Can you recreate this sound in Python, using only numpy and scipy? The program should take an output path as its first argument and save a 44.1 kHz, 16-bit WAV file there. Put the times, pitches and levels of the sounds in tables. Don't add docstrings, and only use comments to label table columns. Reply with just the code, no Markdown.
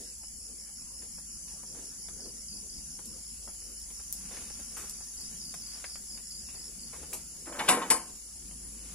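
import sys
import numpy as np
from scipy import signal
from scipy.io import wavfile
from scipy.ndimage import uniform_filter1d

SR = 44100
rng = np.random.default_rng(int(sys.argv[2]) if len(sys.argv) > 2 else 0)


def decibels_to_gain(level_db):
    exponent = np.asarray(level_db, float) / 20
    return 10 ** exponent


def materialize(psi):
    bounded = np.clip(np.atleast_2d(psi).T, -1, 1)
    quanta = np.round(bounded * 32767).astype(np.int16)
    wavfile.write(sys.argv[1], SR, quanta)


N = 394254


def evened(x):
    return x / np.sqrt(np.mean(x ** 2) + 1e-20)


def read(points, hz):
    f, value = np.transpose(points)
    return np.interp(np.log(hz + 1), np.log(f + 1), value)


def curves(rows, t):
    s, *columns = np.transpose(rows)
    return [np.interp(t, s, c) for c in columns]


def add(mix, s, sound):
    part = mix[round(s * SR):][:len(sound)]
    part += sound[:len(part)]


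def band(x, lo_hz, hi_hz):
    edges_hz = [lo_hz, min(hi_hz, SR / 2.1)]
    return signal.sosfilt(signal.butter(2, edges_hz, "band", fs=SR, output="sos"), x)


def resonate(x, hz, width):
    turn = np.exp(2j * np.pi * np.cumsum(hz * np.ones(len(x))) / SR)
    r = np.exp(-np.pi * width / SR)
    return 2 * (turn * signal.lfilter([1 - r], [1, -r], x / turn)).real


def ring(x, modes, factor=1):
    t = np.arange(SR // 3) / SR
    body = sum(decibels_to_gain(db - 60 * t / (t60 * factor)) * np.sin(2 * np.pi * hz * t) for hz, db, t60 in modes)
    return signal.oaconvolve(x, body)


def humps(t, s, db, rise, fall):
    late = t[:, None] - s
    event_db = db - np.where(late < 0, -rise * late, fall * late)
    return np.sqrt((decibels_to_gain(event_db) ** 2).sum(1))


def grains(share, spread_db):
    size = decibels_to_gain(spread_db * np.minimum(rng.exponential(1, N), 2.5))
    return size * rng.standard_normal(N) * (rng.random(N) < share)


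def hiss(shape_db, patchy_db):
    # f/Hz, left-right correlation
    likeness = [(60, .94), (130, .96), (290, .95), (640, .8), (1410, .4), (3100, .1), (6820, 0), (15000, 0)]
    # f/Hz, left minus right/dB
    lean = [(60, 15.5), (180, 10), (550, 0), (1650, -0.5), (4970, -2), (15000, 5.5)]
    hz = np.fft.rfftfreq(1024, 1 / SR)
    a, b, c, d, patches = rng.standard_normal((N // 256 + 5, 513, 5)).T
    patches = evened(uniform_filter1d(uniform_filter1d(patches, 8, 0), 12, 1))
    same = np.clip(read(likeness, hz), -1, 1)[:, None]
    left = a + 1j * b
    right = same * left + np.sqrt(1 - same ** 2) * (c + 1j * d)
    side_db = read(lean, hz)[:, None] * np.array([.5, -.5])[:, None, None]
    z = np.array([left, right]) * decibels_to_gain(shape_db + patchy_db * patches + side_db)
    return evened(signal.istft(z, nperseg=1024, noverlap=768)[1][:, :N])


def place(x, pan_db, lag, wet_db, t60, lo_hz=150, hi_hz=7460):
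    t = np.arange(SR // 4) / SR
    taps = rng.standard_normal((t.size, 2)).T * (rng.random((t.size, 2)).T < .06)
    taps = band(taps * decibels_to_gain(-60 * t / t60) * (t > .002), lo_hz, hi_hz)
    echoes = signal.oaconvolve(x[None], taps / np.linalg.norm(taps[0]), axes=1)[:, :N]
    direct = np.array([np.roll(x, lag) * decibels_to_gain(pan_db / 2), x * decibels_to_gain(-pan_db / 2)])
    return direct + decibels_to_gain(wet_db) * echoes


def air():
    # f/Hz, density/dB per Hz
    air_spectrum = [(15, -36), (25, 0), (66, -13), (112, -20), (200, -3), (307, -14.5), (977, -20),
                    (2790, -21.5), (2980, -15.5), (3940, -49), (4200, -55), (5460, -61), (9240, -120)]
    shape_db = read(air_spectrum, np.fft.rfftfreq(1024, 1 / SR))[:, None]
    return decibels_to_gain(-60.5) * hiss(shape_db, patchy_db=4.5)


def chorus():
    # f/Hz, density/dB per Hz
    song_bands = [(4500, -14.5), (5400, -6.5), (5900, -10.5), (7100, -0.5), (8000, -8), (8350, -8),
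                  (8650, -15.5), (9100, -4.5), (10300, 2.5), (11000, -4), (11450, -18.5), (12300, -55),
                  (12800, -15.5), (15000, -22)]
    # t/s, level/dB, upper singers relative/dB
    swell = [(0.0, -44.5, -2.5), (3.5, -44.5, -2), (4.3, -44, -1.5), (6.8, -44, -2.5), (7.9, -45, -3.5),
             (8.05, -46, -2.5), (8.94, -46, -1)]
    hz, t = np.fft.rfftfreq(1024, 1 / SR), np.arange(N // 256 + 5) * 256 / SR
    upper_db = np.outer(hz > 8650, curves(swell, t)[1])
    upper_db = upper_db - 40 * np.clip((4500 - hz) / 900, 0, 2)[:, None]
    level_db = curves(swell, np.arange(N) / SR)[0]
    return decibels_to_gain(level_db) * hiss(read(song_bands, hz)[:, None] + upper_db, patchy_db=1.5)


def engine():
    # t/s, level/dB
    engine_course = [(0.0, -60.5), (0.9, -61), (3.0, -58.5), (3.7, -56), (4.76, -57), (5.2, -59.5),
                     (8.36, -60.5), (8.46, -53.5), (8.94, -51)]
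    # f/Hz, phase wander/rad, level/dB, share of the swell followed
    orders = [(35, 2, -6, .3), (52.5, 1.1, 3, 1), (70, 1.5, -2.5, .1), (87.5, 2, -15, 0), (105, 2, -16, 0)]
    throbs = [.7, .12, .8, 1, 1]
    t = np.arange(N) / SR
    level_db = curves(engine_course, t)[0]
    mean_db = level_db.mean()
    slow = t[::441]
    drift = [np.interp(t, slow, uniform_filter1d(rng.standard_normal(slow.size), size=12)) for _ in orders]
    hum = np.zeros(N)
    for (hz, wander, db, share), throb, d, e in zip(orders, throbs, drift, drift[1:] + drift[:1]):
        strength = decibels_to_gain(db + share * (level_db - mean_db)) * (1 - throb + 3.5 * throb * e)
        hum += strength * np.sin(2 * np.pi * hz * t + wander * d)
    return decibels_to_gain(mean_db + 1.24) * hum * decibels_to_gain(np.array([[.4], [-.4]]))


def chirps():
    # start t/s, peak level/dB
    bouts = [(0.035, -43), (0.584, -42.5), (0.757, -42.5), (1.123, -43), (1.839, -43.5), (2.367, -43),
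             (2.727, -42), (4.1255, -43), (4.668, -43), (5.373, -42), (6.0706, -42), (6.4405, -42.5),
             (6.615, -42.5), (6.79, -53)]
    gap_s, spread_db = .178, .5
    s, db = np.transpose(bouts)
    number = np.append(0, np.cumsum(np.round(np.diff(s) / gap_s)))
    k = np.arange(number[-1] + 1)
    return np.interp(k, number, s), np.interp(k, number, db) + spread_db * rng.standard_normal(k.size)


def cricket():
    stroke_s, gap_s, stroke_hz, fall_hz_per_s = .0064, .01265, 5720, 110000
    out, t = np.zeros(N), np.arange(round(stroke_s * SR)) / SR
    times, levels = chirps()
    chance = rng.standard_normal((len(times), 6, 2))
    for s, db, strokes in zip(times, levels, chance):
        for k, (bend, force) in enumerate(strokes):
            hz = stroke_hz + 45 * bend - fall_hz_per_s * t / 2
            tone = np.sin(2 * np.pi * hz * t) * np.hanning(len(t)) ** .6
            stroke_db = db + .6 + 1.3 * force - 2.2 * np.exp(-k / 1.6)
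            add(out, s + k * gap_s, decibels_to_gain(stroke_db) * tone)
    return place(out, pan_db=-3.5, lag=-7, wet_db=-13., t60=.15)


def low_katydid():
    # t/s, peak level/dB, length/s
    calls = [(1.294, -62, 0.18), (1.982, -55, 0.12), (2.2, -51.5, 0.096), (2.478, -46.5, 0.09),
             (2.69, -49.5, 0.11), (3.135, -59, 0.2), (4.166, -58, 0.13), (4.417, -59, 0.18),
             (4.7534, -61, 0.12), (4.932, -53.5, 0.098), (5.168, -47, 0.11), (5.405, -46.5, 0.12),
             (5.614, -47, 0.15), (5.854, -46.5, 0.12), (6.099, -46.5, 0.07), (6.302, -46.5, 0.12),
             (6.549, -49, 0.077), (6.785, -51, 0.1), (7.05, -60, 0.14)]
    sweep_db = [0, -7, -6]
    rasp_s, gap_s, rasp_hz, fall_hz_per_s = .018, .041, 5400, 58000
    out, t = np.zeros(N), np.arange(round(rasp_s * SR)) / SR
    for s, db, length in calls:
        starts = np.arange(s, s + length, gap_s / len(sweep_db))
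        for k, (start, (bend, force)) in enumerate(zip(starts, rng.standard_normal((16, 2)))):
            teeth = np.hanning(len(t)) ** .5 * (1 + .25 * np.sin(2 * np.pi * (98 * t + bend)))
            sweep = np.sin(2 * np.pi * (rasp_hz + 110 * bend - fall_hz_per_s * t / 2) * t)
            add(out, start, decibels_to_gain(db + 5.0 + sweep_db[k % len(sweep_db)] + 0.56 * force) * teeth * sweep)
    return place(out, pan_db=.6, lag=3, wet_db=-7., t60=.12)


def high_katydid():
    # start t/s, end t/s, level/dB, f/Hz, width/Hz
    trills = [
        (1.1, 3.2, -56.5, 6090, 240),
        (3.7, 5.95, -55.5, 6130, 300),
        (3.3, 8.5, -72, 12050, 60),
        (7.57, 7.69, -54, 13500, 600),
    ]
    fade_s, fade_db = .3, -13
    out = np.zeros(N)
    for start, end, top_db, hz, width in trills:
        t = np.arange(start, end, 1 / SR)
        db = top_db + fade_db * np.clip(1 - np.minimum(t - start, end - t) / fade_s, 0, 1)
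        buzz = resonate(resonate(rng.standard_normal(len(t)), hz, width), hz, width)
        add(out, t[0], decibels_to_gain(db) * evened(buzz * (.3 + np.sin(np.pi * 32.5 * t) ** 2)))
    return place(out, pan_db=-5., lag=-4, wet_db=-1.5, t60=.2)


def rolling():
    # t/s, wheel level/dB
    wheel = [(0, -68), (0.9, -66), (1.2, -62), (3, -60), (3.9, -73), (4.2, -56), (5.1, -66), (5.45, -54.5),
             (5.8, -69), (6.8, -58.5), (7.4, -60.5), (8.35, -69), (8.5, -56.5), (8.94, -57)]
    # t/s, thud level/dB, scuff level/dB, rustle level/dB
    footfalls = [(0.0, -51.5, -71, -57.5), (0.52, -64, -91, -66), (1.03, -61, -90, -63.5),
                 (1.48, -79, -89, -61), (1.80, -53, -68, -60), (2.27, -52, -75, -67.5),
                 (2.67, -64, -93, -84), (3.08, -61.5, -91, -71), (3.7, -59.5, -72, -77),
                 (4.36, -61, -55, -56.5), (4.56, -69, -63.5, -72), (4.81, -57, -59, -67),
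                 (5.2, -67, -70, -62), (5.33, -67, -64, -63), (5.76, -72, -58.5, -68),
                 (6.6, -65, -65.5, -72), (7.03, -59, -61, -77), (7.13, -56.5, -86, -74),
                 (7.42, -62, -76, -81), (8.1, -67, -83, -61), (8.45, -80, -75, -65), (8.64, -64, -87, -82),
                 (8.92, -67, -61, -57)]
    step_rise = [103, 59, 140]
    step_fall = [155, 56, 62]
    t, every = np.arange(0, N / SR + .01, .002), np.arange(N) / SR
    s, *step_db = np.transpose(footfalls)
    nearer_db = 2 * np.minimum(t, 3.34)
    grit_db, litter_db = -79, -69
    steady = [grit_db - 14, grit_db + nearer_db, litter_db + nearer_db]
    thud, grit, litter = [np.interp(every, t, np.hypot(decibels_to_gain(steady_db), humps(t, s, db, rise, fall)))
                          for steady_db, db, rise, fall in zip(steady, step_db, step_rise, step_fall)]
    wheel_noise = evened(band(band(rng.standard_normal(N), 139, 248.5), 71, 660))
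    rumble = decibels_to_gain(curves(wheel, every)[0]) * wheel_noise
    rumble += decibels_to_gain(-0.5) * thud * evened(band(band(rng.standard_normal(N), 190, 570), 187, 580))
    scuff = grit * evened(band(grains(share=0.13, spread_db=5.0), 180, 3970))
    rustle = litter * decibels_to_gain(-6.5) * evened(band(grains(share=0.27, spread_db=3.5), 5800, 14600))
    near = place(rumble + scuff, pan_db=.3, lag=0, wet_db=-5., t60=.1, lo_hz=900)
    return near + place(rustle, pan_db=0.5, lag=-2, wet_db=14.5, t60=0.029)


def rattles():
    # t/s, peak level/dB, ring f/Hz, t60/s, thump relative/dB
    jolts = [(0.234, -51, 650, 0.057, -8), (0.69, -53, 740, 0.11, -13), (1.021, -51, 620, 0.17, -25),
             (1.481, -53, 2400, 0.39, -22), (1.748, -50, 1290, 0.55, -1.5), (1.789, -67, 600, 0.057, 4),
             (2.189, -59, 641, 0.18, 3), (2.26, -53, 520, 0.037, -1), (3.475, -57, 670, 0.079, 15),
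             (3.905, -45, 2310, 0.063, -8), (4.311, -42.5, 638, 0.2, -7), (4.37, -37, 1900, 0.073, -7),
             (4.501, -45, 1690, 0.058, -2.5), (4.593, -47.5, 1540, 0.15, -2), (4.768, -39, 1300, 0.43, -37),
             (6.177, -44, 2730, 0.11, -22), (6.488, -46, 2590, 0.24, -20), (6.545, -54, 1630, 0.18, 4),
             (6.932, -42.5, 700, 0.27, -7.5), (7.029, -56, 725, 0.13, 12), (7.131, -34, 2400, 0.19, -6),
             (8.513, -45.5, 3060, 0.052, -23)]
    # t/s, peak level/dB, ring f/Hz, thump relative/dB
    ticks = [(1.18, -56.5, 1010, 7), (1.633, -51, 880, 3.5), (2.087, -39.5, 990, -22),
             (2.991, -44.5, 925, -2.5), (3.62, -51, 1750, -10), (3.997, -50, 1030, -1.5),
             (4.84, -46.5, 762, 3), (5.007, -48, 810, -4), (5.542, -34, 764, -23),
             (5.843, -31.5, 1830, -35), (5.957, -38.5, 1580, -16)]
    # t/s, peak level/dB, t60 of the rustle after it/s, rustle relative/dB
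    snaps = [
        (1.6316, -33.5, 0.08, -10),
        (2.0834, -40, 0.08, -5),
        (3.057, -30, 0.12, -7),
        (4.127, -15, 0.14, -18),
        (4.769, -30.5, 0.44, 9),
        (4.8975, -21.5, 0.1, -10),
        (5.1393, -30, 0.06, -11),
        (5.209, -30, 0.072, -13),
        (5.5428, -25, 0.07, -10),
        (7.1338, -23, 0.17, -3),
    ]
    tick_t60 = 0.051
    out, t = np.zeros(N), np.arange(9000) / SR
    for s, db, hz, t60, thump_db in jolts + [(s, db, hz, tick_t60, thump) for s, db, hz, thump in ticks]:
        burst = rng.standard_normal(t.size) * decibels_to_gain(-60 * t / max(t60, .01))
        tick = 0.38 * band(burst * (1 + 3 * decibels_to_gain(-60 * t / 0.0039)), 520, 3060)
        tick += 0.94 * resonate(burst, hz, 610)
        thump = band(burst * np.minimum(t / 0.0037, 1), 206, 1060)
        add(out, s - .001, decibels_to_gain(db) * (tick / abs(tick).max() + decibels_to_gain(thump_db) * thump / abs(thump).max()))
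    for s, db, t60, rustle_db in snaps:
        decay = 2.0 * decibels_to_gain(-60 * t / 0.0015) + decibels_to_gain(rustle_db - 60 * t / max(t60, .01))
        snap = band(rng.standard_normal(t.size) * decay, 6500, 12500)
        add(out, s - .001, decibels_to_gain(db) * snap / abs(snap).max())
    return place(out, pan_db=1.5, lag=-1, wet_db=-7., t60=.1, lo_hz=915, hi_hz=15000)


def clank():
    # t/s, peak level/dB, f/Hz, t60/s
    panels = [(7.46, -40, 331, 0.5), (7.51, -36, 579, 0.3), (7.59, -23.5, 2230, 0.096),
              (7.594, -38, 345, 0.24), (7.6, -27, 840, 0.16), (7.687, -15, 1750, 0.042),
              (7.69, -21, 956, 0.12), (7.697, -24, 735, 0.22), (7.715, -25, 191, 0.15),
              (7.762, -19.5, 480, 0.11), (7.771, -32, 1050, .2), (7.813, -21, 1077, 0.1),
              (7.905, -27, 1580, 0.072), (7.907, -22.5, 1042, 0.25), (7.909, -30.5, 499, 0.21)]
    # f/Hz, level/dB, t60/s
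    singing = [(3320, -6, .14), (4120, -8, 0.32), (4748, -9, .14), (5020, -9, .24), (5750, -13, .22),
               (6654, -12, 0.28), (7111, -15, .23), (7800, 0, .2), (8700, 9, .22), (10500, -2, .14),
               (11250, -8, .2), (12150, -15, .16), (13730, -22, .2)]
    rise_s, split = 0.0082, 0.86
    out, t = np.zeros(N), np.arange(12000) / SR
    for s, db, hz, t60 in panels:
        pair = np.sin(2 * np.pi * hz * t) + .5 * np.sin(2 * np.pi * hz * split * t)
        shaken = .8 * pair + .4 * evened(resonate(rng.standard_normal(t.size), hz, hz / 10))
        add(out, s, decibels_to_gain(db - 60 * t / max(t60, .02)) * np.minimum(t / rise_s, 1) * shaken / 1.7)
    bounce = rng.standard_normal(t.size) * decibels_to_gain(-60 * t / .03)
    rod = ring(bounce, [(hz * near, db, t60) for hz, db, t60 in singing for near in (.985, 1, 1.013)])
    add(out, 7.902, decibels_to_gain(-20) * rod / abs(rod).max())
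    return out


# f/Hz, level/dB, t60/s
TRAY_MODES = [(187.5, -14, .2), (268, -4, .2), (335, -8, .15), (470, -2, .18), (738, -1, .2), (930, 1, .13),
              (990, 3, .13), (1070, 3, .14), (1235, 0, .09), (1590, -3, .07), (1760, 0, .05),
              (2300, -7, .05), (3047, -4, .07)]


def blows():
    # t/s, peak level/dB, brightness/dB, ring factor, rise of the tray/s
    hits = [
        (7.456, -48.5, -26, 2, 0.0026),
        (7.523, -39.5, -1, 2.3, .004),
        (7.59, -24, -2, 1.7, 0.0061),
        (7.68, -20, -14, 0.37, 0.0031),
        (7.687, -11.5, 4, 1, 0.0016),
        (7.72, -22.5, -1, 1.6, 0.0033),
        (7.764, -39, -8, 0.39, .003),
        (7.813, -30, -8, 1.3, 0.014),
        (7.903, -18.5, 12, 0.89, 0.005),
        (7.962, -32.5, 1, 1.56, 0.0036),
    ]
    # f/Hz, level/dB, t60/s
    rod_modes = [(4870, 8, 0.27), (5720, 15, 0.065), (7000, -1, 0.032), (8460, -12, 0.17),
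                 (9200, -1, 0.099), (10100, 32, 0.033), (10800, 18, 0.21), (13600, -18, 0.067)]
    out, t = np.zeros(N), np.arange(9000) / SR
    for s, db, bright_db, factor, rise in hits:
        chatter = rng.standard_normal(t.size) * decibels_to_gain(-60 * t / (0.24 * factor))
        crack = rng.standard_normal(t.size) * decibels_to_gain(-60 * t / 0.12)
        dull = evened(ring(chatter, TRAY_MODES, 1.0)[:t.size])
        dull += 1.26 * evened(band(chatter + 2.4 * crack, 830, 3300))
        dull *= np.minimum(t / max(rise, .001), 1)
        bright = 1.54 * evened(ring(chatter, rod_modes, 0.16)[:t.size])
        bright += 0.19 * evened(band(chatter + 1.3 * crack, 4130, 7500))
        bright += 1.3 * evened(band(chatter + 1.5 * crack, 6500, 11500))
        add(out, s - .001, decibels_to_gain(db) * (dull / abs(dull).max() + decibels_to_gain(bright_db) * bright / abs(bright).max()))
    return out


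def clatter():
    # t/s, level/dB, treble relative/dB, thud relative/dB, fade/dB per s
    bursts = [
        (7.472, -39, -29.5, -3.5, 84),
        (7.525, -43, -22, -13, 90),
        (7.55, -36, -13, -13, 90),
        (7.596, -25.5, -17, -4, 193),
        (7.689, -20, 5.5, -3.5, 91),
        (7.912, -27.5, -8, -3, 206),
    ]
    s, db, treble_db, thud_db, fade = np.transpose(bursts)
    fade = np.maximum(fade, 80)
    t = np.arange(s[0] - .05, s[-1] + .45, 1 / SR)
    body, treble, thud = [humps(t, s, db - 11.0 + rel, 1100, fade * share)
                          for rel, share in [(0, 1), (treble_db, 3.9), (thud_db, 0.78)]]
    knocks = grains(share=0.07, spread_db=3.5)[:t.size]
    low = .3 * evened(ring(knocks, TRAY_MODES, .25)[:t.size])
    low += evened(band(band(knocks, 350, 1600), 300, 3000))
    deep = evened(band(band(knocks, 116, 430), 116, 430))
    out = np.zeros(N)
    add(out, t[0], body * low + thud * deep + treble * evened(band(knocks, 2900, 18000)))
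    return out


def drop():
    out = band(clank() + blows() + clatter(), 190, 9530)
    heard = place(out, pan_db=0.2, lag=-2, wet_db=-8., t60=0.06, lo_hz=800, hi_hz=13000)
    shade = np.array([[.25], [-.25]])
    return heard + shade * band(heard, 3100, 22000)


def scene():
    grove = air() + chorus() + engine() + cricket() + low_katydid() + high_katydid()
    return grove + rolling() + rattles() + drop()


def unmasked(x):
    # f/Hz, margin/dB
    margin = [(1800, 9), (2300, 4), (2800, 2), (3200, 1), (3700, 1.3), (4200, 4), (4500, 6), (5300, 5),
              (6000, 2.6), (6600, 3.6), (7900, 2.6), (8600, 4), (10300, 4), (11400, 4.5), (12100, .6),
              (13500, 1.5), (15300, .2), (15900, -12)]
    lead = 453
    hz, _, z = signal.stft(np.pad(x, ((0, 0), (lead, 2048))), SR, nperseg=1024, noverlap=768)
    z = z[:, :, :z.shape[2] // 4 * 4]
    fine = (abs(z[:, :512]) ** 2).sum(0).reshape(128, 4, -1, 4).mean((1, 3))
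    power = (fine + .2 * np.roll(fine, shift=1, axis=1)) / 1.2
    around = uniform_filter1d(uniform_filter1d(power, size=4, axis=0), size=5, axis=0, origin=0)
    total, centre_hz = fine[3:].sum(0), hz[2:512:4]
    attack = (total > 2.5 * np.roll(total, shift=1)) | (np.roll(total, shift=-1) > 4 * total)
    strong = power > around * decibels_to_gain(-2 * read(margin, centre_hz))[:, None]
    heard = strong | (centre_hz[:, None] < margin[0][0]) | attack
    heard = np.pad(np.kron(heard, np.ones((4, 4))), ((0, 1), (0, 0)))
    return signal.istft(z * heard, SR, nperseg=1024, noverlap=768)[1][:, lead:lead + N]


def top_cut(x):
    return signal.sosfilt(signal.butter(12, 16450, fs=SR, output="sos"), x)


def record(dry):
    mix = unmasked(dry)
    return top_cut(mix)


dry = scene()
out = record(dry)
materialize(out)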